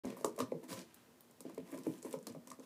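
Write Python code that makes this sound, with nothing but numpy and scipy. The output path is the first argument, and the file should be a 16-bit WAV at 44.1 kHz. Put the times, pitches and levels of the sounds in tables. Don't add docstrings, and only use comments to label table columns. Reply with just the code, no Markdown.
import sys
import numpy as np
from scipy import signal
from scipy.fft import rfft, irfft
from scipy.io import wavfile
from scipy.ndimage import uniform_filter1d

SR = 44100
rng = np.random.default_rng(int(sys.argv[2]) if len(sys.argv) > 2 else 0)


def boost_factor(decibels):
    exponent = np.asarray(decibels, float) / 20
    return 10 ** exponent


def transcribe(signal):
    frames = np.atleast_2d(signal).T
    limited = np.clip(frames, -1, 1)
    pcm = np.round(limited * 32767).astype(np.int16)
    wavfile.write(sys.argv[1], SR, pcm)


N = 116865
TOP_HZ, MIC_LOW_HZ = 15400, 81.3


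def unit(x):
    return x / np.sqrt(np.mean(x ** 2))


def band(x, lo_hz, hi_hz, order=2):
    edges = [lo_hz, min(hi_hz, SR * .45)]
    return signal.sosfilt(signal.butter(order, edges, "band", fs=SR, output="sos"), x)


def highpass(x, hz):
    return signal.sosfilt(signal.butter(2, hz, "high", fs=SR, output="sos"), x)


def add(out, s, x):
    i = int(s * SR)
    out[i:i + len(x)] += x[:max(N - i, 0)]


# [f/Hz, spectral level/dB]
AIR_COLOUR = [(30, -25), (90, -4), (240, -2), (500, -6), (1000, -11), (2200, -19), (5000, -21),
              (15000, -23.5)]


def floor():
    air_db, hum_db, hum_hz, hum_width_hz = -67, -72, 236.2, 3.6
    colour_hz, colour_db = np.array(AIR_COLOUR).T
    f = np.arange(N // 2 + 1) * SR / N + 1
    db = np.interp(np.log(f), np.log(colour_hz), colour_db)
    air = unit(irfft(rfft(rng.standard_normal(N)) * boost_factor(db), N))
    hum = unit(band(rng.standard_normal(N), hum_hz - hum_width_hz / 2, hum_hz + hum_width_hz / 2, order=1))
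    return boost_factor(air_db) * air + boost_factor(hum_db) * hum


# [f/Hz, t60/s]
ROOM_DECAY = [(120, 0.32), (300, 0.29), (800, 0.19), (2000, 0.28), (5000, 0.19), (12000, 0.1)]


def room_tail():
    lump_db, lump_from_hz, delay_s = 2.5, 2000, 0.0019
    t = np.arange(SR // 2) / SR
    lumps = boost_factor(lump_db * unit(uniform_filter1d(rng.standard_normal(len(t)), size=60)))
    decay_hz, decay_t60 = np.array(ROOM_DECAY).T
    tail = np.zeros(len(t))
    for hz in 70 * 2 ** np.arange(0, 8, .5):
        t60 = np.interp(np.log(hz), np.log(decay_hz), decay_t60)
        noise = rng.standard_normal(len(t)) * (lumps if hz > lump_from_hz else 1)
        tail += band(noise, hz / 0.966, hz * 1.422) * 1000. ** (-t / t60) / np.sqrt(t60)
    tail *= np.clip(t / delay_s, 0, 1) ** 2
    return tail / np.sqrt(np.sum(tail ** 2))


def room(x, count=4):
    spot_s = .06
    turn = np.arange(N) / SR / spot_s
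    out = np.zeros(N)
    for k in range(count):
        away = np.abs((turn - k) % count - count / 2)
        share = np.cos(np.pi / 2 * np.minimum(away, 1))
        out += signal.fftconvolve(x * share, room_tail())[:N]
    return out


# [t/s, peak level/dB, f/Hz, length/s]
ROCKS = [(0.05, -47.5, 71, 0.0091), (.058, -41.5, 198, 0.021), (0.243, -50, 70, .012),
         (.413, -44.5, 123, 0.026), (.47, -55, 200, 0.037), (.535, -44, 168.6, 0.038),
         (.7, -46.5, 189, 0.031), (.725, -50.5, 119, 0.033), (.77, -50, 188, 0.036),
         (1.515, -53, 205, 0.025), (1.577, -61, 109, 0.035), (1.61, -54, 185, 0.051),
         (1.875, -47, 134, 0.032), (1.942, -57, 212, 0.024), (2.165, -49, 163, 0.021),
         (2.22, -53, 212, 0.019), (2.295, -55, 122, 0.029), (2.36, -50, 160, 0.028)]


def rocks():
    sag = .1
    out = np.zeros(N)
    for s, db, hz, length in ROCKS:
        u = np.arange(int(2 * length * SR)) / SR / length
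        swell = (np.e * u * 2 * np.exp(-u * 2)) ** 2
        cycles = hz * length * u * (1 + sag * (.5 - u / 2))
        add(out, s, boost_factor(db) * swell * np.sin(2 * np.pi * cycles))
    return out


# [f/Hz, level/dB, t60/s]
BOX_MODES = [(132.8, -10, 0.3), (160, 2.5, 0.098), (200, -4, 0.15), (250.9, 10, 0.077), (330, -2, 0.09),
             (442.6, 5.5, 0.043), (534, 0.5, 0.038), (630, 3, 0.028), (825, -4, 0.04), (984, 4.5, 0.04),
             (1162, -0.5, 0.02), (1420, -9.5, 0.036), (1787, -5.5, 0.013), (2142, 6, 0.0074)]


def ring(draw, favour_hz=330, bright_db=0):
    favour_db, favour_oct, scatter_db, jitter = 9, 0.23, 2, .025
    bright_from_hz, bright_top_hz = 880, 1340
    rise_cycles, late_hz, crest_s = 1.3, 400, .004
    damp_cycles = 26
    sag, sag_s = 0.038, 0.0065
    t = np.arange(SR // 4) / SR
    hz, db, t60 = np.array(BOX_MODES).T[:, :, None]
    level_draw, pitch_draw = draw[0][:, None], draw[1][:, None]
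    near = np.exp(-.5 * (np.log2(hz / favour_hz) / favour_oct) ** 2)
    bright = (hz > bright_from_hz) * np.minimum(bright_top_hz / hz, 1)
    db = db + favour_db * near + bright_db * bright + scatter_db * level_draw
    rise_s = rise_cycles / hz * np.maximum(late_hz / hz, 1)
    rise = 1 - np.exp(-(t / rise_s) ** 2)
    decay = 1000. ** (-t / np.minimum(t60, damp_cycles / hz))
    clock = t - crest_s + sag * sag_s * (1 - np.exp(-t / sag_s))
    wave = np.cos(2 * np.pi * hz * (1 + jitter * pitch_draw) * clock + level_draw)
    return highpass(np.sum(boost_factor(db) * decay * rise * wave, axis=0), 121)


def grains(per_s):
    spread_db, grain_ms = 1.8, 0.29
    hits = (rng.random(N) < per_s / SR) * boost_factor(spread_db * rng.exponential(size=N))
    decay = np.exp(-np.arange(200) / SR * 1000 / grain_ms)
    return unit(np.convolve(hits, decay)[:N] * rng.standard_normal(N))


# [t/s, length/s, rustle level/dB, box level/dB, f/Hz]
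RASPS = [(0.034, 0.14, -59.5, -43.5, 4380), (0.165, 0.091, -62, -52, 9500),
         (0.384, 0.053, -50.5, -33.5, 6700), (0.628, 0.036, -62.5, -47.5, 9200),
         (0.679, 0.12, -50.5, -44.5, 6800), (0.708, 0.044, -53, -52, 10100),
         (0.764, 0.083, -54.5, -47.5, 4900), (0.828, 0.32, -68.5, -120, 2004),
         (1.442, 0.11, -67.5, -53, 4040), (1.718, 0.052, -71, -49, 3000), (1.641, 0.27, -66, -52, 9000),
         (1.835, 0.2, -61, -54.5, 10100), (2.041, 0.068, -59, -45, 8600), (2.102, 0.069, -58.5, -55, 7100),
         (2.262, 0.072, -70, -50, 4860), (2.469, 0.037, -67, -51, 7460), (2.621, 0.058, -64, -58, 6540)]


def rasps():
    crumb_db, patchy_db = -4, 0
    rise = 0.46
    fibres, crumbs = grains(7000), grains(600)
    tap = ring(np.zeros((2, len(BOX_MODES))))
    rumble = unit(signal.fftconvolve(fibres + crumbs, tap)[:N])
    crumbs = boost_factor(crumb_db) * unit(band(crumbs, 815, 3000))
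    patchy = boost_factor(patchy_db * unit(uniform_filter1d(rng.standard_normal(N), size=500)))
    t, rustle, box = np.arange(N) / SR, np.zeros(N), np.zeros(N)
    for s, length, rustle_db, box_db, hz in RASPS:
        stroke = np.interp((t - s) / length, [0, rise / 4, rise, 1], [0.0051, 0.44, 0.46, 0.00071])
        scrape = patchy * unit(band(fibres, hz / 2.0, hz * 1.48, order=1))
        rustle += boost_factor(rustle_db) * stroke * (scrape + crumbs)
        box += boost_factor(box_db) * stroke * rumble
    return rustle, box


def stalk_colour(near, broad, db, hz, spread):
    broad_db = -9.5 + 0.35 * (db + 38)
    return band(near, hz / spread, min(hz * spread, TOP_HZ)) + boost_factor(broad_db) * band(broad, 1290, 11800)


# [t/s, peak level/dB, f/Hz, breadth/octaves]
SNAPS = [(0.053, -44.5, 7100, 0.38), (0.1027, -44.5, 2310, 0.3), (0.1678, -47, 10800, 0.6),
         (0.176, -47, 10300, 0.41), (0.2099, -46.5, 7300, 0.47), (0.2455, -24.5, 7580, 0.15),
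         (0.3628, -44.5, 7300, 0.61), (0.3775, -50, 7100, 0.33), (0.3892, -33, 8700, 0.8),
         (0.403, -28.5, 3880, 0.73), (0.414, -40, 3250, 0.39), (0.5185, -52, 3280, 0.98),
         (0.6405, -47, 9000, 0.56), (0.686, -59, 7290, 0.69), (0.7048, -41, 3770, 0.58),
         (0.7284, -38, 4600, 0.39), (0.791, -38, 5100, 0.56), (0.815, -47, 5000, 0.36),
         (0.9438, -44.5, 12600, 0.41), (1.2072, -47.5, 14000, 0.27), (1.311, -51.5, 10800, 0.71)]
# [t/s, peak level/dB, f/Hz, breadth/octaves]
SNAPS_LATE = [(1.4055, -38.5, 9100, 0.41), (1.4663, -58, 2350, 0.5), (1.497, -48, 7240, 1),
              (1.519, -56.5, 2340, 0.52), (1.546, -47.5, 8550, 1), (1.5796, -41, 2280, 0.085),
              (1.602, -53.5, 2440, 0.25), (1.6925, -67, 7000, 0.57), (1.7055, -51, 10000, 0.46),
              (1.714, -49, 11000, 0.86), (1.7181, -48.5, 9600, 0.38), (1.7445, -51, 2720, 0.38),
              (1.7765, -39.5, 6300, 1), (1.7874, -44.5, 8000, 0.64), (1.8348, -47, 6000, 0.61),
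              (1.867, -46.5, 9600, 0.15), (1.9375, -51, 2770, 0.51), (1.98, -53.5, 8100, 0.21),
              (2.0273, -38.5, 7200, 0.2), (2.0535, -53, 2390, 0.38), (2.1095, -42.5, 9400, 0.55),
              (2.1277, -46, 2430, 0.46), (2.188, -52, 7000, 0.38), (2.2689, -31.5, 7050, 0.67),
              (2.35, -56, 7800, 0.65), (2.4731, -41, 6800, 0.34), (2.5025, -39.5, 6800, 0.32),
              (2.516, -44, 6570, 0.2), (2.596, -49, 6200, 0.43)]
# [t/s, peak level/dB, f/Hz]
TICKS = [(0.381, -57, 7500), (.3912, -43, 10000), (.408, -63, 7450), (.4105, -58, 6000), (1.668, -59, 2460),
         (1.675, -59, 5030), (1.7255, -61, 10500), (1.7355, -60, 10500), (1.744, -49, 10500),
         (1.753, -52, 8500), (1.757, -58, 6000), (1.851, -56, 5600), (1.987, -54, 7500),
         (2.0219, -50, 7400), (2.033, -52, 7000), (2.0425, -59, 8000), (2.048, -50, 9500),
         (2.0538, -43, 8300), (2.0615, -52, 12000), (2.068, -55, 10500), (2.084, -55, 10500),
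         (2.096, -53, 10500), (2.1281, -36, 8050), (2.141, -66, 9000), (2.2276, -52.5, 7860),
         (2.272, -43.5, 4570), (2.281, -56, 6070), (2.3, -55, 4500), (2.323, -50.5, 7050)]


def snaps():
    tick_oct, ragged = 0.19, 2
    burst_ms, rise_ms, grow_per_db = 1.4, 0.12, 0.032
    wall_blur_oct = .5
    rows = list(SNAPS) + list(SNAPS_LATE) + [(*tick, tick_oct) for tick in TICKS]
    out, to_walls = np.zeros(N), np.zeros(N)
    ms = np.arange(900) / SR * 1000
    impulse = 1. * (ms == 0)
    for s, db, hz, octaves in rows:
        noise = rng.standard_normal(len(ms))
        noise = noise * np.abs(noise) ** (ragged - 1)
        length_ms = burst_ms * boost_factor(grow_per_db * (db + 23))
        shape = np.exp(-ms / length_ms) * (1 - np.exp(-ms / rise_ms))
        spread = 2 ** max(octaves, .1)
        crack = stalk_colour(noise * shape, noise[::-1] * shape, db, hz, spread)
        crack = boost_factor(db) * crack / np.abs(crack).max()
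        click = stalk_colour(impulse, impulse, db, hz, spread * 2 ** wall_blur_oct)
        add(out, s, crack)
        add(to_walls, s, unit(click) * np.sqrt(np.mean(crack ** 2)))
    return out, to_walls


# [t/s, peak level/dB, favoured f/Hz, bright level/dB]
BITES = [(0.046, -33.5, 450, -3), (0.066, -37.5, 185, -5), (.099, -54, 450, 0), (.168, -43, 450, 7),
         (0.209, -40, 477, -5), (0.244, -21.5, 406, 2), (.378, -36, 580, 3), (0.388, -37, 630, 12),
         (0.4016, -25.5, 520, 12.5), (0.518, -27, 425, -9.5), (.636, -55, 515, 20), (.707, -43.5, 250, 0),
         (.727, -38.5, 443, 19), (1.405, -49.5, 445, 7), (1.449, -36, 308, -7), (1.495, -45.5, 620, 5),
         (1.576, -34, 474, -5), (1.726, -37, 323, -8), (1.743, -39.5, 576, -4), (1.779, -42, 303, 1),
         (1.865, -26.5, 358, -8.5), (2.028, -52, 503, -6), (2.046, -36, 342, -4.5), (2.063, -46.5, 290, 7),
         (2.126, -43.5, 400, 0), (2.138, -30, 463, 6), (2.268, -41.5, 630, 6), (2.278, -41, 330, -17),
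         (2.347, -41, 520, -1), (2.358, -43.5, 530, -4), (2.474, -55, 330, 13), (2.499, -55, 560, 8),
         (2.514, -41, 643, 12), (2.587, -46, 288, -5), (2.598, -46, 476, -1)]


def bites():
    crush_ms, push_ms = 2.5, 0.24
    out = np.zeros(N)
    ms = np.arange(300) / SR * 1000
    for s, db, hz, bright_db in BITES:
        steps = np.round((rng.random(len(ms)) - .5) * 1.04)
        kicks = steps * np.exp(-ms / crush_ms) * 0.47 + (ms == 0)
        push = np.convolve(kicks, np.exp(-ms / push_ms))
        tap = ring(rng.standard_normal((2, len(BOX_MODES))), hz, bright_db)
        thump = np.convolve(tap, push)
        add(out, s, boost_factor(db) * thump / np.abs(thump).max())
    return out


def scene():
    box_room_db, stalk_room_db = -3.5, -5
    rustle, rumble = rasps()
    cracks, to_walls = snaps()
    box = bites() + rumble
    box_send = boost_factor(box_room_db) * band(box, MIC_LOW_HZ / 2, 1800, order=1)
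    wet = room(box_send + boost_factor(stalk_room_db) * (to_walls + rustle))
    return (box + rocks() + cracks + rustle + wet + floor())[None]


def band_limit(x):
    return signal.sosfilt(signal.butter(12, 16470, fs=SR, output="sos"), x)


def record(dry):
    start_s, fade_s = 0.035, 0.002
    x = highpass(dry, MIC_LOW_HZ)
    x = signal.sosfilt(signal.ellip(6, .2, 26, TOP_HZ, fs=SR, output="sos"), x)
    x = x * np.clip((np.arange(N) / SR - start_s) / fade_s, 0, 1)
    return band_limit(x)


dry = scene()
out = record(dry)
transcribe(out)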